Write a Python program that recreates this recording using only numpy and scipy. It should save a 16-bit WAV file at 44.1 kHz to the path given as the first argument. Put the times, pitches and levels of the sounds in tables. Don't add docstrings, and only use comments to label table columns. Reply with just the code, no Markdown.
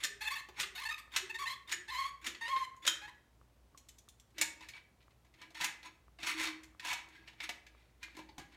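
import sys
import numpy as np
from scipy import signal
from scipy.fft import rfft, irfft, next_fast_len
from scipy.io import wavfile

SR = 44100
rng = np.random.default_rng(int(sys.argv[2]) if len(sys.argv) > 2 else 0)


def boost(x):
    u = np.asarray(x, float) / 20
    return 10 ** u


def inscribe(sig):
    pcm = np.round(np.clip(np.atleast_2d(sig).T, -1, 1) * 32767)
    wavfile.write(sys.argv[1], SR, pcm.astype(np.int16))


N = 377496
T = np.arange(N) / SR


def unit(x):
    return x / np.sqrt(np.mean(x ** 2))


def add(out, x, s):
    i = int(s * SR)
    x = x[max(-i, 0):N - i]
    out[max(i, 0):max(i, 0) + len(x)] += x


def colour(x, points):
    hz, db = np.transpose(points)
    n = next_fast_len(len(x) + 2048)
    log_hz = np.log(np.arange(n // 2 + 1) * SR / n + 1)
    gain = boost(np.interp(log_hz, np.log(hz), db))
    return irfft(rfft(x, n) * gain, n)[:len(x)]


def band(x, hz, width_hz):
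    return signal.lfilter(*signal.iirpeak(hz, hz / width_hz, SR), x)


def fade(t, t60_s):
    return np.exp(-np.log(1000) * t / t60_s)


def walk(size, rate_hz):
    knots = rng.standard_normal(int(size * rate_hz / SR) + 2)
    return np.interp(np.arange(size) * rate_hz / SR, np.arange(len(knots)), knots)


# (time [s], length [s], first pitch [Hz],
# last pitch [Hz], level [dB])
SLIPS = [(0.35, 0.027, 893, 926, -47.5), (0.37, 0.04, 1003, 1116, -55.5), (.582, .013, 3480, 3560, -61),
         (0, .02, 3540, 3650, -48.5), (1.115, .028, 3600, 3700, -54), (1.672, .028, 3600, 3690, -48),
         (2.211, .025, 3540, 3650, -60), (2.82, .03, 3420, 3540, -52), (0.748, 0.036, 752, 760, -48.5),
         (0.775, 0.033, 876, 934, -46), (.806, 0.024, 1058, 1195, -44), (0.828, 0.02, 1085, 1052, -47),
         (0.847, .033, 880, 903, -46), (0.884, 0.023, 904, 914, -45), (0.904, 0.029, 1251, 1306, -41),
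         (0.937, 0.014, 1286, 1280, -50), (0.975, 0.031, 1103, 1202, -53), (1.292, 0.025, 880, 918, -48.5),
         (1.34, 0.029, 930, 935, -49), (1.452, 0.024, 895, 930, -47.5), (3.013, 0.053, 812, 873, -49),
         (3.073, 0.029, 924, 1065, -50)]
# (time [s], pitch [Hz], level [dB], overtones [dB])
SQUEALS = [
    [(.205, 880, -50, 0), (.22, 868, -44.5, -0.5), (.237, 843, -50, 0), (.255, 847, -42.5, 1),
     (.266, 853, -46.5, -0.5), (.279, 896, -44, -1), (.292, 887, -47, 3)],
    [(.3, 980, -47, 0), (.31, 1030, -42, 0.5), (.322, 1106, -39, 1), (.336, 1110, -41.5, -1.5),
     (.35, 1127, -48, 4)],
    [(1.383, 1115, -47.5, 3), (1.397, 1124, -39.5, 0.5), (1.423, 1124, -32.5, -2), (1.436, 1118, -35, -2.5),
     (1.45, 1123, -46.5, -3.5)],
    [(1.464, 1000, -47, 3), (1.48, 1016, -43.5, 6), (1.494, 1028, -45.5, 3.5), (1.512, 1057, -45.5, 3.5),
     (1.525, 1087, -44.5, 1.5), (1.548, 1132, -52, -0.5)],
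    [(1.877, 870, -53, 1.5), (1.9, 930, -47.5, 2.5), (1.91, 1054, -42, 0.5), (1.95, 1003, -38, 3.5),
     (1.975, 1071, -35.5, 1), (2.005, 1084, -32, 0), (2.03, 1030, -43, 1), (2.054, 1089, -33.5, -1),
     (2.1, 1106, -47.5, -3.5)],
    [(2.407, 933, -44, 2), (2.445, 902, -42, 2), (2.472, 955, -43, 1), (2.5, 1091, -39, 2),
     (2.535, 1065, -30.5, -5), (2.565, 1062, -30, -6), (2.578, 1061, -43, 1.5), (2.625, 1058, -32, -5),
     (2.657, 990, -45, 3)],
]


def slip_curves():
    short = [[(s, first_hz, db, 0), (s + length_s, last_hz, db, 0)] for s, length_s, first_hz, last_hz, db in SLIPS]
    return [*short, *SQUEALS]


# (frequency [Hz], width [Hz], level [dB])
FRAME = [(880, 300, -9.5), (1080.6, 58, 4), (1267, 130, -0.5), (1804, 160, 5), (2193, 180, -3.5),
         (2614, 120, 5), (3257, 220, -4), (3700, 420, 0.5), (4330, 650, -5.5), (6600, 900, -10)]
# (frequency [Hz], level [dB per Hz])
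RUB = [(350, -56.5), (600, -23.5), (834, -33), (1070, -8.5), (1330, -22), (2150, -2.5), (2470, -12.5),
       (6550, -25), (16000, -39)]


def squeaks():
    train, rub = np.zeros(N), np.zeros(N)
    for rows in slip_curves():
        at, hz, level_db, over_db = np.transpose(rows)
        s, length_s = at[0], at[-1] - at[0]
        n = int(length_s * SR)
        u = np.arange(n) / n
        now = s + u * length_s
        db = np.interp(now, at, level_db)
        rough = np.clip(0.55 - 0.14 * s - 0.0062 * (db + 45), 0, 1)
        wander = .012 * walk(n, 50) + (.003 + .08 * rough) * walk(n, 350)
        wander = wander - .05 * np.exp(-u * length_s / .008)
        phase = 2 * np.pi * np.cumsum(np.interp(now, at, hz) * (1 + wander)) / SR
        k = np.arange(1, int(15000 / hz.max()) + 1)[:, None]
        shape_db = np.where(k > 1, 4, 1.5) * walk(n * len(k), 90).reshape(len(k), n)
        bright_db = np.interp(now, at, over_db) - 0.36 * (db + 45)
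        shape_db = shape_db + (k > 1) * bright_db
        slope = np.maximum(1.0 - 2.15 * rough, 0)
        pulses = np.sum(boost(shape_db) * np.cos(k * phase) / k ** slope, axis=0)
        edges = np.minimum(1, np.minimum(u * length_s / 0.0062, (1 - u) * length_s / 0.0048))
        press = boost(db + 3.0 * rough * walk(n, 120)) * edges
        add(train, press * pulses, s)
        rubbing = (0.14 + rough) * (1 + 0.41 * np.cos(phase)) * rng.standard_normal(n)
        add(rub, press * boost(bright_db) * rubbing, s)
    frame = sum((-1) ** i * boost(db) * band(train, hz, width_hz) for i, (hz, width_hz, db) in enumerate(FRAME))
    return frame + boost(-21) * train + boost(17) * colour(rub, RUB)


# (frequency [Hz], level [dB per Hz])
CRACK = [(180, -54), (300, -3), (624, -25.5), (1690, -1.5), (3520, -3), (4830, -7.5), (6960, -7.5),
         (10000, -17.5), (14000, -20), (16000, -31)]


def ring(modes, damp, scatter_db, tone_db):
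    t = T[:SR // 7]
    hz, db, t60_s = np.transpose(modes)[:, :, None]
    luck = rng.standard_normal((2, len(modes), 1))
    decay = fade(t, damp * np.minimum(t60_s, .4))
    beat = .6 + walk(len(t) * len(modes), 110).reshape(len(modes), -1)
    waves = np.sin(2 * np.pi * hz * (1 + 0.011 * luck[1]) * t)
    tones = boost(db + scatter_db * luck[0]) * beat * decay * waves
    crack = colour(1. * (np.arange(len(t)) == 40), CRACK)
    return (unit(crack) + boost(min(tone_db, 0)) * unit(tones.sum(0))) / np.sqrt(len(t))


def tilt(x, treble_db, cut_hz=700, mid_db=0):
    low = [(0.18 * cut_hz, -30), (0.69 * cut_hz, -6), (cut_hz, 0), (max(2400, 1.05 * cut_hz), 0)]
    high = [(4500, mid_db), (7000, treble_db), (13000, treble_db), (16000, treble_db - 1)]
    return colour(x, low + high)


def grit(size, rate_hz, spread_db):
    luck = rng.random((3, size))
    sizes = boost(-spread_db * np.log(luck[2]))
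    return unit((luck[0] < rate_hz / SR) * np.sign(luck[1] - .5) * sizes + 1e-6)


def blow(body, rattle_s):
    t = T[:SR // 12]
    push = grit(len(t), 7000, 2.2) * np.exp(-t / np.clip(rattle_s, .003, .04)) * np.minimum(1, .35 + t / .003)
    y = signal.fftconvolve(push, body)
    peak = np.abs(y).max()
    return y / peak, push / peak


def thud(push, points):
    t = T[:SR // 20]
    knock = colour(rng.standard_normal(len(t)), points) * np.exp(-t / .004)
    return signal.fftconvolve(push, knock / np.sqrt(np.sum(knock ** 2)))


def cartridge(push, hz, t60_s):
    t = T[:SR // 3]
    note = (1 + .5 * walk(len(t), 35)) * np.sin(2 * np.pi * hz * t) * fade(t, t60_s)
    note = band(note, hz, 120)
    return signal.fftconvolve(push, note / np.sqrt(np.sum(note ** 2)))


# (snap time [s], peak [dB], rattle [s], cartridge level [dB], cartridge pitch [Hz])
STROKES = [
    (0.0428, -20, 0.011, -57, 410.4),
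    (.597, -19.5, 0.021, -57.5, 384),
    (1.161, -16, .011, -57.5, 376),
    (1.721, -18.5, 0.011, -56.5, 349),
    (2.2665, -25, .016, -55, 337),
    (2.8754, -11, .004, -51, 327),
]
# (time [s], peak [dB], treble [dB], thud [dB])
BUMPS = [(0.0349, -23.5, -3, -35), (.486, -43.5, -12, 5), (.207, -45, -22, -20), (1.175, -27, -10, -25),
         (1.735, -29, -12, -25), (2.885, -22, -10, -25), (.608, -31.5, -2.5, -22),
         (0.6298, -25.5, -41, -35), (.565, -50, -30, -20), (1.137, -36, -17, -27), (1.693, -35, -12, -23),
         (1.7145, -27, -8, -23), (2.2425, -34, -8, -25), (2.2625, -29.5, -10, -25),
         (2.763, -57.5, -0.5, -24.5), (2.3463, -33.5, -24.5, -15.5), (2.4789, -27.5, -15.5, -9.5),
         (2.5616, -28.5, -33, -14), (2.85, -29.5, -14, -12.5), (2.864, -21, -4.5, -16),
         (3.091, -59, -21, -13.5)]
# (frequency [Hz], level [dB], t60 [s])
PUMPED = [(1740, 4, 1.0), (1800, -7.5, 0.58), (2120, -0.5, 5.0), (2640, -6.5, 0.092), (3340, -36.5, 0.24),
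          (3640, 4.5, 0.15), (6660, -2, 0.029), (6890, -13, 0.22), (6560, -37, 5.0), (6930, -6, 0.6),
          (7500, -14, 0.14), (8200, -10, 0.21)]


def trigger_snaps():
    out = np.zeros(N)
    snaps = [(s, db, -8.5, -40 - db, rattle_s) for s, db, rattle_s, *_ in STROKES]
    bumps = [(*row, 0.0093) for row in BUMPS]
    for s, db, treble_db, thud_db, rattle_s in snaps + bumps:
        y, push = blow(ring(PUMPED, damp=.12, scatter_db=2, tone_db=-6), rattle_s)
        add(out, boost(db) * tilt(y, treble_db + 8, 1250), s)
        dull = thud(push, [(100, -20.5), (190, -5.5), (550, 1.5), (800, -8.5), (2000, -33.5)])
        add(out, boost(db + thud_db - 3.0) * dull, s)
    return out


# (time [s], shaken for [s], pitch
# [Hz], peak [dB], t60 [s])
NOTES = [(1.211, 0.19, 377, -52, 0.084), (3.748, 0.0045, 1100, -55, 0.016), (4.414, 0.011, 928, -52.5, 0.8),
         (8.035, 0.0086, 2095, -50, 0.1), (5.85, .03, 6600, -62, .04), (4.7, .01, 4350, -61, 0.089),
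         (4.733, 0.024, 2290, -49, 0.12), (5.415, 0.03, 2290, -56, 0.06), (.21, .2, 1265, -56, .08),
         (2.877, .008, 3150, -24, .04), (6.295, 0.18, 319, -44.5, 0.13), (6.45, .06, 314, -46.5, 0.16)]


def lone_notes():
    out = np.zeros(N)
    booms = [(s + .03 - 0.013 * s, 0.12, hz, db, 0.093) for s, *_, db, hz in STROKES]
    for s, shaken_s, hz, db, t60_s in [*booms, *NOTES]:
        n = int(shaken_s * SR)
        shake = np.sin(2 * np.pi * hz * T[:n]) * np.linspace(1, 0, n) * (.3 + walk(n, 60))
        note = cartridge(shake, hz, t60_s)
        add(out, boost(db) * note / np.abs(note).max(), s)
    return out


# (time [s], peak [dB], treble [dB], thud [dB])
FREEING = [(4.3809, -29.5, -12, -18), (4.4116, -17.5, -5.5, -21), (4.4204, -21.5, -14, -25.5),
           (4.6064, -44.5, -17, -7.5), (4.6856, -37.5, -10, -29), (4.7333, -40, -37, -20),
           (4.7655, -47, -25, -17), (5.004, -49.5, -32, -19), (5.0237, -58, -20, -20),
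           (5.1057, -59.5, -19, -11), (5.246, -60, -14, -6), (5.263, -57, -19.5, -20),
           (5.338, -51.5, -21, -25.5), (5.4142, -38.5, -17, -11), (5.5036, -47.5, -13, -7),
           (5.5464, -42, -14.5, -10), (5.6085, -24.5, -14, -15.5), (5.642, -22, -7.5, -20),
           (5.8281, -41, -19, -15), (5.8633, -48, -18, -20)]
# (time [s], peak [dB], treble [dB], thud [dB])
PULLING = [(6.1857, -42, -28.5, -7), (6.2298, -28.5, -17, -14.5), (6.2647, -27, -13, -17),
           (6.1992, -46, -13.5, -20), (6.3758, -31, -20, -17), (6.3958, -25.5, -14, -17.5),
           (6.452, -30, -15.5, -19), (6.8472, -34.5, -12, -12), (6.928, -29.5, -9.5, -17),
           (7.085, -52, -8, -12), (6.4321, -23.5, -11.5, -19), (6.47, -23.5, -20, -20.5),
           (6.6322, -43.5, -8.5, -18), (6.795, -33.5, -18.5, -21), (6.886, -31, -11, -12),
           (7.2233, -56, -31, -4), (7.2744, -43, -24, -15), (7.3287, -49, -20, -6),
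           (7.4021, -29.5, -22, -21), (7.4901, -26.5, -15.5, -10.5), (7.6643, -43, -16, -18),
           (8.0285, -32, -15, -24)]
# (time [s], peak [dB], treble [dB], thud [dB])
LAYING = [
    (8.148, -49, -15, -4),
    (8.166, -44, -11, 2),
    (8.188, -42, -12, 3),
    (8.2879, -48, -22, -3),
    (8.3797, -38.5, -9, -1.5),
    (8.394, -42, -11, -1.5),
    (8.5205, -52, -18, -23),
]
# (frequency [Hz], level [dB], t60 [s])
HELD = [(1000, 1, 0.066), (1653, 1, 0.09), (1770, -3, 0.08), (2072, 1, 0.16), (2280, 3, .14),
        (2380, -8.5, .12), (2574, -5, .1), (2920, -8, 0.074), (3120, -3.5, 0.045), (3720, -6.5, 0.085),
        (4360, -6, 0.15), (6300, -17.5, 0.048), (6760, -17.5, .04)]


def knocks():
    out = np.zeros(N)
    # (knocks, cartridge [dB], deep part of the thud [dB], steel cut [Hz])
    stages = ((FREEING, -15, -7, 1900), (PULLING, -15, -7, 1500), (LAYING, -7.5, 12.5, 700))
    for rows, tube_db, deep_db, cut_hz in stages:
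        for s, db, treble_db, thud_db in rows:
            rattle_s = 0.01 * boost(-0.04 * (db + 34.5))
            y, push = blow(ring(HELD, damp=.5, scatter_db=2, tone_db=-5), rattle_s)
            add(out, boost(db) * tilt(y, treble_db + 11.5, cut_hz, mid_db=0.5), s)
            add(out, boost(db + thud_db + tube_db + 8.5) * cartridge(push, 320, 0.12), s)
            dull = thud(push, [(90, deep_db - 24), (170, deep_db), (450, -5.5), (750, 7.0), (1050, 8.5),
                               (1600, -34.5)])
            add(out, boost(db + thud_db + 2.5) * dull, s)
    return out


# (time [s], peak [dB], rattle [s])
CATCH = [
    (3.774, -45.5, 0.01),
    (3.8854, -44, 0.0092),
    (3.983, -47.5, 0.0077),
    (4.0858, -43.5, 0.0084),
    (4.197, -47, 0.0067),
    (4.303, -66, 0.009),
]
# (frequency [Hz], level [dB], t60 [s])
SPRING = [(2980, -7, .4), (3540, 0, .1), (4240, -1, .2), (5640, 0.5, 0.14), (6080, 1, .1),
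          (6710, -3, 0.1203), (7440, -1, .1), (7720, 0.5, .15), (9600, -5, 0.17), (11030, -8, .05),
          (11700, -3, 0.085)]


def catch_ticks():
    out = np.zeros(N)
    for s, db, rattle_s in CATCH:
        body = tilt(ring(SPRING, damp=.45, scatter_db=3.5, tone_db=-7), 7, 3400)
        add(out, boost(db) * blow(body, rattle_s)[0], s)
    return out


# (peak time [s], rise [s], fall [s], peak [dB], cartridge level [dB])
DRAGS = [(4.408, .065, .003, -44, -51), (4.63, .05, .12, -52, -80), (4.77, .1, 0.062, -53.5, -85),
         (5.43, .1, .08, -54, -63), (5.862, .045, .05, -46, -64.5), (7.15, .15, .2, -58.5, -68),
         (7.8, .25, .3, -68, -85), (7.282, .03, .05, -49, -78), (7.44, .06, 0.054, -40, -67),
         (8.03, .04, .2, -55, -68), (8.19, .12, 0.11, -54.5, -71), (8.395, .02, 0.099, -52, -62),
         (8.55, .1, .01, -58, -76)]
# (time [s], pressure [dB], cartridge level [dB])
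PULLS = [
    [(5.545, -52, -78), (5.59, -47.5, -74), (5.612, -40, -70), (5.63, -38.5, -70), (5.646, -33, -67),
     (5.67, -45, -76), (5.73, -56, -80), (5.75, -62, -84)],
    [(6.187, -58, -67), (6.225, -48, -63.5), (6.258, -41, -60), (6.27, -34.5, -59), (6.305, -35.5, -50),
     (6.35, -49, -61)],
    [(6.35, -51, -60), (6.395, -39, -59), (6.415, -35.5, -54), (6.46, -37, -51), (6.468, -44, -61),
     (6.49, -45, -66), (6.56, -62, -72)],
    [(6.81, -62, -78), (6.83, -52, -73), (6.858, -41, -68), (6.89, -39, -68), (6.93, -38, -66),
     (6.945, -47, -64), (6.99, -51, -69), (7.05, -66, -73)],
]


def drag_shapes():
    depth_db = -29.5
    tube_depth_db = 0.44 * depth_db
    returns = [(s, .055, .002, -39, -60) for s, *_ in STROKES]
    shapes = [*PULLS]
    for s, rise_s, fall_s, db, tube_db in [*DRAGS, *returns]:
        low = (db + depth_db, tube_db + tube_depth_db)
        shapes.append([(s - rise_s, *low), (s, db, tube_db), (s + fall_s, *low)])
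    return shapes


def slides():
    out = np.zeros(N)
    for rows in drag_shapes():
        at, level_db, tube_db = np.transpose(rows)
        s = at[0]
        t = np.arange(s, min(at[-1], N / SR), 1 / SR)
        db = np.interp(t, at, level_db)
        grains = grit(len(t), 6000, 1.8) * boost(-2 + 1.5 * walk(len(t), 150))
        push = grains * boost(db)
        part = np.floor(3 * (np.cumsum(np.full(len(t), 25 / SR)) % 1))
        steel = 0
        for k in range(3):
            body = ring(HELD, damp=.5, scatter_db=2.5, tone_db=-3)
            steel = steel + signal.fftconvolve(push * (part == k), body)
        add(out, tilt(steel, -15.5, 900, mid_db=-3), s)
        scrape = push * boost(-8 + .3 * (db + 40))
        add(out, colour(scrape, [(2500, -24), (4200, 3), (6000, 6), (10000, -2), (16000, -13)]), s)
        add(out, cartridge(grains * boost(np.interp(t, at, tube_db)), 322.2, 0.1), s)
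    return out


def timer():
    out, t = np.zeros(N), T[:SR // 20]
    tick = np.sin(2 * np.pi * 1180 * t) * np.exp(-t / 0.0016)
    tick = tick + 0.46 * np.sin(2 * np.pi * 600 * t) * np.exp(-t / 0.0011)
    first_s, period_s = .079, .3335
    for s in np.arange(first_s, N / SR, period_s):
        add(out, boost(-52 + 0.5 * rng.standard_normal()) * tick, s)
    return out


# (frequency [Hz], t60 [s])
GARAGE = [(200, 0.51), (400, 0.71), (800, 0.36), (1600, 0.47), (3200, 0.31), (6400, 0.31), (12000, 0.22)]


def garage(x, wet_db):
    t, tail = T[:SR], 0
    for hz, t60_s in GARAGE:
        tail = tail + band(rng.standard_normal(SR), hz, 0.5 * hz) * fade(t, t60_s)
    tail = tail * np.clip(t / 0.0062, 0, 1)
    return x + boost(wet_db) * signal.fftconvolve(x, tail / np.sqrt(np.sum(tail ** 2)))[:N]


# (frequency [Hz], level [dB per Hz])
HISS = [(44, -31.5), (75, -5), (88, -12), (123, -5), (147, -16), (225, -15), (258, -16.5), (301, -17),
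        (505, -20), (828, -22.5), (1160, -25), (1590, -28.5), (16000, -41.5)]
# (frequency [Hz], width [Hz], level [dB])
HUM = [(58, 1.9, -71.5), (61.6, 2, -76), (44, 32, -86)]


def floor():
    hiss = colour(rng.standard_normal(N), HISS)
    above = signal.sosfilt(signal.butter(4, 140, "high", fs=SR, output="sos"), hiss)
    hum = 0
    for hz, width_hz, db in HUM:
        unsteady = unit(band(rng.standard_normal(N), hz, width_hz))
        hum = hum + boost(db) * unit(np.sin(2 * np.pi * hz * T) + 0.62 * unsteady)
    return boost(-73 + 0.32 * walk(N, 1.9)) * hiss / np.std(above) + hum


def scene():
    gun = squeaks() + trigger_snaps() + lone_notes() + knocks() + catch_ticks() + slides()
    return (garage(gun, wet_db=-8.5) + timer() + floor())[None]


def roll_off(x):
    return signal.sosfilt(signal.butter(12, 15950, fs=SR, output="sos"), x)


def record(dry):
    mix = np.tanh(4 * dry) / 4
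    return roll_off(mix)


dry = scene()
out = record(dry)
inscribe(out)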